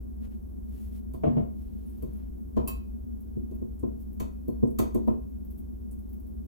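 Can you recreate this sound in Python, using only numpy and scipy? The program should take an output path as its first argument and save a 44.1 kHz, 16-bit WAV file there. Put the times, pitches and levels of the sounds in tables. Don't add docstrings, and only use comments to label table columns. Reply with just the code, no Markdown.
import sys
import numpy as np
from scipy import signal
from scipy.fft import rfft, irfft, next_fast_len
from scipy.io import wavfile
from scipy.ndimage import uniform_filter1d

SR = 44100
rng = np.random.default_rng(int(sys.argv[2]) if len(sys.argv) > 2 else 0)


def master(y):
    cut = np.clip(np.atleast_2d(y).T, -1, 1)
    pcm = np.round(cut * 32767)
    wavfile.write(sys.argv[1], SR, pcm.astype(np.int16))


N = 285327
TIME_S = np.arange(N) / SR
AGE_S = np.arange(int(.7 * SR)) / SR

# start in seconds, knock level in dB, knock treble in dB per octave,
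# clink level in dB, clink treble in dB per octave, glass ring level in dB.
STRIKES = [(1.133, -45, 3.5, -62, 2.5, -90), (2.020, -41, -3.5, -60, 3.5, -81),
           (2.563, -33.5, 3.5, -68.5, -11, -94), (2.673, -45, 10.5, -44.5, 6.5, -40.5),
           (3.361, -41.5, -14, -92, -3, -96), (3.508, -44.5, -5.5, -74.5, -5, -85),
           (3.613, -43, -7, -78, 8, -100), (3.825, -36, -3, -78, -6, -83),
           (4.197, -41, 5, -53.5, -9, -66.5), (4.477, -37, -4.5, -57.5, 10, -82),
           (4.623, -30.5, -6.5, -75, -4, -95), (4.785, -33, 3, -41.5, -4.5, -61.5),
           (4.943, -32.5, -3, -55.5, -2.5, -91), (5.07, -34, 1, -63, 13, -94)]
# centre in seconds, half length in seconds, level in dB, treble in dB per octave.
SWISHES = [(0.249, 0.029, -59, -5.5), (0.332, .03, -64, -5.5), (0.806, .11, -63.5, -1),
           (0.961, 0.039, -62, -2), (1.622, 0.054, -71.5, -2), (1.885, 0.4, -72, -2.5),
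           (2.192, 0.11, -66.5, -7), (4.017, 0.026, -65, 3.5)]
# start in seconds, level in dB, pitch in Hz.
SMACKS = [(3.791, -71, 8400), (4.670, -74.5, 7670), (5.572, -70, 12200), (5.909, -67, 8900),
          (6.128, -65.5, 14800)]
# start and end in seconds, smacks per second, level in dB.
STICKY_SPELLS = [(2.89, 5.3, 2.7, -71), (5.402, 5.65, 18.7, -68), (5.898, 6.35, 14, -71.5)]
# start in seconds, level in dB, treble and bass in dB per octave.
JAR_HITS = [(1.233, -33, 2, -6), (1.263, -30, -1, 4.5), (1.365, -30, 0.5, 1.5), (1.392, -35, -0.5, 13.5)]

# frequency in Hz, relative level in dB, T60 in seconds.
SPOON_MODES = [(1234, -27, 0.2), (1980, -35, 0.13), (2270, -17, 0.27), (2466, -33, .27), (3115, 2.5, 0.11),
               (3460, -7.5, 0.37), (3740, -25, 0.65), (4310, 1, 0.36), (4714, -3.5, .22), (5700, 1, 0.25),
               (6330, 2, 0.34), (6900, -9, 0.21), (7700, -15.5, .16), (8260, 9.5, .17), (9200, 2, 0.16),
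               (11200, 13.5, 0.23), (11800, -5.5, 0.1), (12860, -9, .11), (14800, 19.5, 0.069),
               (13400, 13, 0.09), (16300, -10, 0.085)]
GLASS_MODES = [(1081, -7, 0.33), (2630, -0.5, 0.29), (3960, -19.5, 0.36), (4592, -12.5, 0.3),
               (5960, -34, .2), (7200, -10.5, 0.25), (7380, -4, 0.19), (8000, -13, 0.164), (8980, -3, 0.2),
               (10910, 7.5, 0.1), (11160, 2, 0.049), (12050, -5.5, 0.11), (14270, 3, 0.13),
               (13100, -18, .17)]
KNOCK_MODES = [(138.3, -6, 0.28), (219.1, -12, 0.53), (246.5, -6, 0.38), (287.8, -3.5, 0.21),
               (361.2, -0.5, 0.2), (467.5, -11, 0.27), (617, -17, 0.23), (674, -19.5, 0.37),
               (736, -22, 0.099), (933, -27.5, 0.3), (991, -25.5, 0.3), (1043, -17.5, 0.14),
               (1337, -40.5, 0.39), (2500, -49.5, 0.73), (3070, -44, 0.21)]
JAR_MODES = [(145.8, 6.5, 0.15), (232.3, -7, 0.4), (265, -13, 0.79), (317.3, 1.5, 0.16), (459.6, 0, 0.12),
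             (620, -7, 0.2), (682, -6.5, 0.24), (1010, -26.5, 0.12), (1080, -26.5, 0.38),
             (2200, -38.5, 0.34), (2730, -52, 0.57), (2870, -41.5, 0.22)]
# frequency in Hz, relative density in dB.
CLINK_SPECTRUM = [(400, -5.5), (1200, 2.5), (1650, -3), (2400, -6.5), (4400, -5), (5200, -9), (6300, 0.5),
                  (9200, -0.5), (10200, 2.5), (11400, 8.5), (13000, 10.5), (15500, 8.5)]
KNOCK_SPECTRUM = [(60, -2.5), (130, 2), (190, -14), (280, 0), (380, -0.5), (520, -9), (820, -20.5),
                  (1050, -20), (1500, -39.5), (3000, -51), (5000, -56), (16000, -81)]
JAR_SPECTRUM = [(60, -11.5), (140, 3.5), (200, -5.5), (450, -9), (690, -18), (820, -20.5), (1100, -26.5),
                (1600, -39.5), (3100, -43.5), (4200, -63), (16000, -75.5)]
# frequency in Hz, relative density in dB.
POWDER_SPECTRUM = [(300, 14.5), (1000, -2.5), (1600, -2.5), (2800, -0.5), (5000, -3), (8000, -1),
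                   (12000, 7), (16000, 7)]
RUMBLE_SPECTRUM = [(10, -31.5), (25, -4), (40, 1.5), (58, 4.5), (78, 2), (115, -16.5), (165, -7.5),
                   (190, -13.5), (250, -9), (305, -19), (345, -16), (500, -31.5), (1000, -43), (1500, -52),
                   (2200, -62), (5000, -72.5)]
HISS_SPECTRUM = [(1500, -13.5), (4800, -16.5), (6000, -13.5), (8000, -14), (8800, -9.5), (10300, -12),
                 (11000, -7.5), (13500, -5), (15800, -3)]
# frequency in Hz, T60 in seconds.
ROOM_DECAY = [(150, 0.42), (1000, 0.4), (4000, 0.31), (15000, 0.15)]
# frequency in Hz, side gain in dB.
SIDE_GAIN = [(60, -15), (105, -0.5), (140, -25.5), (205, 22), (280, 5.5), (460, 10), (1000, 7.5),
             (2200, 3.5), (4400, -1.5), (8000, -5), (15000, -8.5)]


def spoon():
    pivot_hz, bass_db_oct = 7000, 2.5
    rebound_s, rebound_loss_db = .0047, 11
    clinks = [(s, db, treble, bass_db_oct, ring_db) for s, _, _, db, treble, ring_db in STRIKES]
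    rebounds = [(s + rebound_s, db - rebound_loss_db, treble, bass) for s, db, treble, bass, _ in clinks]
    spectrum = clustered(CLINK_SPECTRUM, SPOON_MODES, valley_db=-11, rel_width=.028)
    out = blows(clinks + rebounds, SPOON_MODES, spectrum, pivot_hz, modes_db=-11.5, rise_s=.0026,
                clatter_t60_s=.044, room_db=-4.5, scatter_db=7.5, detune=.009, crack_db=-9)
    for start_s, _, treble_db_oct, _, ring_db in clinks:
        glass = ringing(tilted(GLASS_MODES, pivot_hz, treble_db_oct, bass_db_oct), scatter_db=1)
        glass = reflected(glass, wet_db=-12, t60_s=.25)
        add(out, start_s, from_db(ring_db) * glass * rise(.0035))
    return out


def bowl():
    lag_s, firm_db, bass_per_db = .002, -27.5, .3
    knocks = [(s + lag_s, db, treble, bass_per_db * (firm_db - db)) for s, db, treble, *_ in STRIKES]
    spectrum = clustered(KNOCK_SPECTRUM, KNOCK_MODES, valley_db=-5.5, rel_width=.021)
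    return blows(knocks, KNOCK_MODES, spectrum, pivot_hz=356, modes_db=-.5, rise_s=.00488,
                 clatter_t60_s=.21, room_db=-1.5, scatter_db=.5, detune=.0075, crack_db=.5)


def powder(grain_db=1):
    out = np.zeros((2, N))
    for centre_s, half_s, level_db, treble_db_oct in SWISHES:
        slips = uniform_filter1d(rng.standard_normal(len(AGE_S)), size=130)
        grains = from_db(grain_db * slips / slips.std())
        lead_s = min(3 * half_s, centre_s, AGE_S[-1] / 2)
        stroke = np.exp(-((AGE_S - lead_s) / half_s) ** 2)
        hiss = noise(tilted(POWDER_SPECTRUM, 1200, treble_db_oct))
        add(out, centre_s - lead_s, from_db(level_db) * stroke * grains * hiss)
    return out


def grazes():
    out = np.zeros((2, N))
    high_modes = tilted(GLASS_MODES, pivot_hz=11500, treble_db_oct=0, bass_db_oct=-28)
    for start_s, level_db, _ in contacts(from_s=1.78, to_s=2.17, per_s=11, level_db=-72.5):
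        tick = ringing(high_modes, scatter_db=9, detune=.017) * rise(.003)
        add(out, start_s, from_db(level_db) * tick)
    return out


def marinade(centre_hz=12100, spread_oct=.27):
    out = np.zeros((2, N))
    random_smacks = [(s, db, centre_hz * 2 ** (spread_oct * chance))
                     for spell in STICKY_SPELLS for s, db, chance in contacts(*spell)]
    for start_s, level_db, hz in SMACKS + random_smacks:
        spectrum = [(hz * .56, -24), (hz * .99, -3), (hz, 0), (hz * 2.1, -10)]
        snap = clatter(spectrum, t60_s=.13, room_db=-5.5) * rise(.0022)
        add(out, start_s, from_db(level_db) * unit_attack(snap))
    return out


def jar():
    return blows(JAR_HITS, JAR_MODES, JAR_SPECTRUM, pivot_hz=382, modes_db=0, rise_s=.0059,
                 clatter_t60_s=.026, room_db=-16.5, scatter_db=1.5, detune=.0074, crack_db=-21)


def room_tone(hum_hz=59.18, waver=.16, hum_db=-42, rumble_db=-44.5, hiss_db=-71):
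    sway = noise([(1, -18), (7, 8.5), (14, -9), (40, -91.5)], N)
    phasor = (1 + waver * (sway[0] + 1j * sway[1])) * np.exp(2j * np.pi * hum_hz * TIME_S)
    hum = np.sqrt(2) * np.real(phasor * [[1], [1j]])
    rumble, hiss = noise(RUMBLE_SPECTRUM, N), noise(HISS_SPECTRUM, N)
    return from_db(hum_db) * hum + from_db(rumble_db) * rumble + from_db(hiss_db) * hiss


def blows(hits, modes, spectrum, pivot_hz, modes_db, rise_s,
          clatter_t60_s, room_db, scatter_db, detune, crack_db):
    out = np.zeros((2, N))
    crack = 1 + from_db(crack_db) * np.exp(-((AGE_S - 2.6 * rise_s) / .0014) ** 2)
    for start_s, level_db, treble_db_oct, bass_db_oct, *_ in hits:
        tilt = pivot_hz, treble_db_oct, bass_db_oct
        tones = ringing(tilted(modes, *tilt), scatter_db, detune)
        tones = reflected(tones, wet_db=-13, t60_s=.49)
        dense = clatter(tilted(spectrum, *tilt), clatter_t60_s, room_db)
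        body = from_db(modes_db) * tones + crack * dense
        add(out, start_s, from_db(level_db) * unit_attack(body * rise(rise_s)))
    return out


def ringing(modes, scatter_db, detune=0):
    out = 0
    for hz, db, t60_s in modes:
        strength = from_db(db + scatter_db * rng.standard_normal((2, 1))) * rng.choice([-1, 1])
        phase_rad = 2 * np.pi * hz * (1 + detune * rng.standard_normal()) * AGE_S
        side_rad = rng.choice([-1, 1]) * np.pi / 2 + 1.6 * rng.standard_normal()
        out = out + strength * decay(t60_s) * np.sin([phase_rad, phase_rad + side_rad])
    return unit_attack(out)


def clatter(spectrum, t60_s, room_db):
    direct = noise(spectrum) * decay(t60_s)
    diffuse = rfft(noise(spectrum))
    bins_hz = np.fft.rfftfreq(len(AGE_S), 1 / SR)
    echo = 0
    for band_hz, room_t60_s in ROOM_DECAY:
        band = at_hz([(hz, hz == band_hz) for hz, _ in ROOM_DECAY], bins_hz)
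        echo = echo + irfft(diffuse * band, len(AGE_S)) * decay(room_t60_s)
    return unit_attack(direct + from_db(room_db) * echo)


def reflected(x, wet_db, t60_s):
    walls = rng.standard_normal(x.shape) * decay(t60_s)
    walls /= np.sqrt(np.sum(walls ** 2, axis=1, keepdims=True))
    echo = signal.fftconvolve(x, walls, axes=1)[:, :len(AGE_S)]
    return unit_attack(x + from_db(wet_db) * echo)


def clustered(spectrum, modes, valley_db, rel_width):
    grid_hz = np.geomspace(40, 16500, 500)
    distance = np.abs(np.log(grid_hz[:, None] / np.array(modes)[:, 0])).min(axis=1)
    dip_db = valley_db * (1 - np.exp(-(distance / rel_width) ** 2))
    return list(zip(grid_hz, at_hz(spectrum, grid_hz) + dip_db))


def tilted(table, pivot_hz, treble_db_oct, bass_db_oct=0):
    octaves = np.log2(np.array(table)[:, 0] / pivot_hz)
    lifts_db = np.where(octaves > 0, treble_db_oct, -bass_db_oct) * octaves
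    return [(hz, db + lift_db, *rest) for (hz, db, *rest), lift_db in zip(table, lifts_db)]


def contacts(from_s, to_s, per_s, level_db, spread_db=3):
    jitter, strength, chance = rng.uniform(-1, 1, size=(32, 3)).T
    starts_s = from_s + (np.arange(len(jitter)) + .5 + .5 * jitter) / per_s
    rows = np.transpose([starts_s, level_db + spread_db * strength, chance])
    return rows[starts_s < min(to_s, TIME_S[-1])]


def noise(spectrum, samples=len(AGE_S)):
    x = shaped(rng.standard_normal((2, samples)), spectrum)
    return x / x.std()


def shaped(x, spectrum):
    size = next_fast_len(x.shape[-1])
    gain = from_db(at_hz(spectrum, np.fft.rfftfreq(size, 1 / SR)))
    return irfft(rfft(x, size) * gain, size)[..., :x.shape[-1]]


def at_hz(points, hz):
    points_hz, values = np.array(points).T
    return np.interp(np.log(np.maximum(hz, 1)), np.log(points_hz), values)


def unit_attack(x):
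    return x / np.sqrt(np.mean(x[:, :int(.05 * SR)] ** 2, axis=1, keepdims=True))


def rise(rise_s):
    return 1 - np.exp(-(AGE_S / rise_s) ** 2)


def decay(t60_s):
    return np.exp(-np.log(1000) * AGE_S / t60_s)


def from_db(db):
    return 10 ** (np.asarray(db) / 20)


def add(out, start_s, sound):
    start = int(start_s * SR)
    out[:, start:start + len(AGE_S)] += sound[:, :N - start]


def scene():
    mid, side = room_tone() + bowl() + jar() + powder() + spoon() + grazes() + marinade()
    side = shaped(side, SIDE_GAIN)
    balance_db = .5
    return np.array([mid + side, mid - side]) * from_db([[balance_db], [-balance_db]])


def record(dry):
    fade_s, cutoff_hz = .008, 15950
    edge_s = np.minimum(TIME_S, TIME_S[::-1])
    fade = np.sin(np.pi / 2 * np.minimum(edge_s / fade_s, 1)) ** 2
    lowpass = signal.ellip(12, .1, 90, cutoff_hz, fs=SR, output="sos")
    return signal.sosfilt(lowpass, dry * fade)


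dry = scene()
out = record(dry)
master(out)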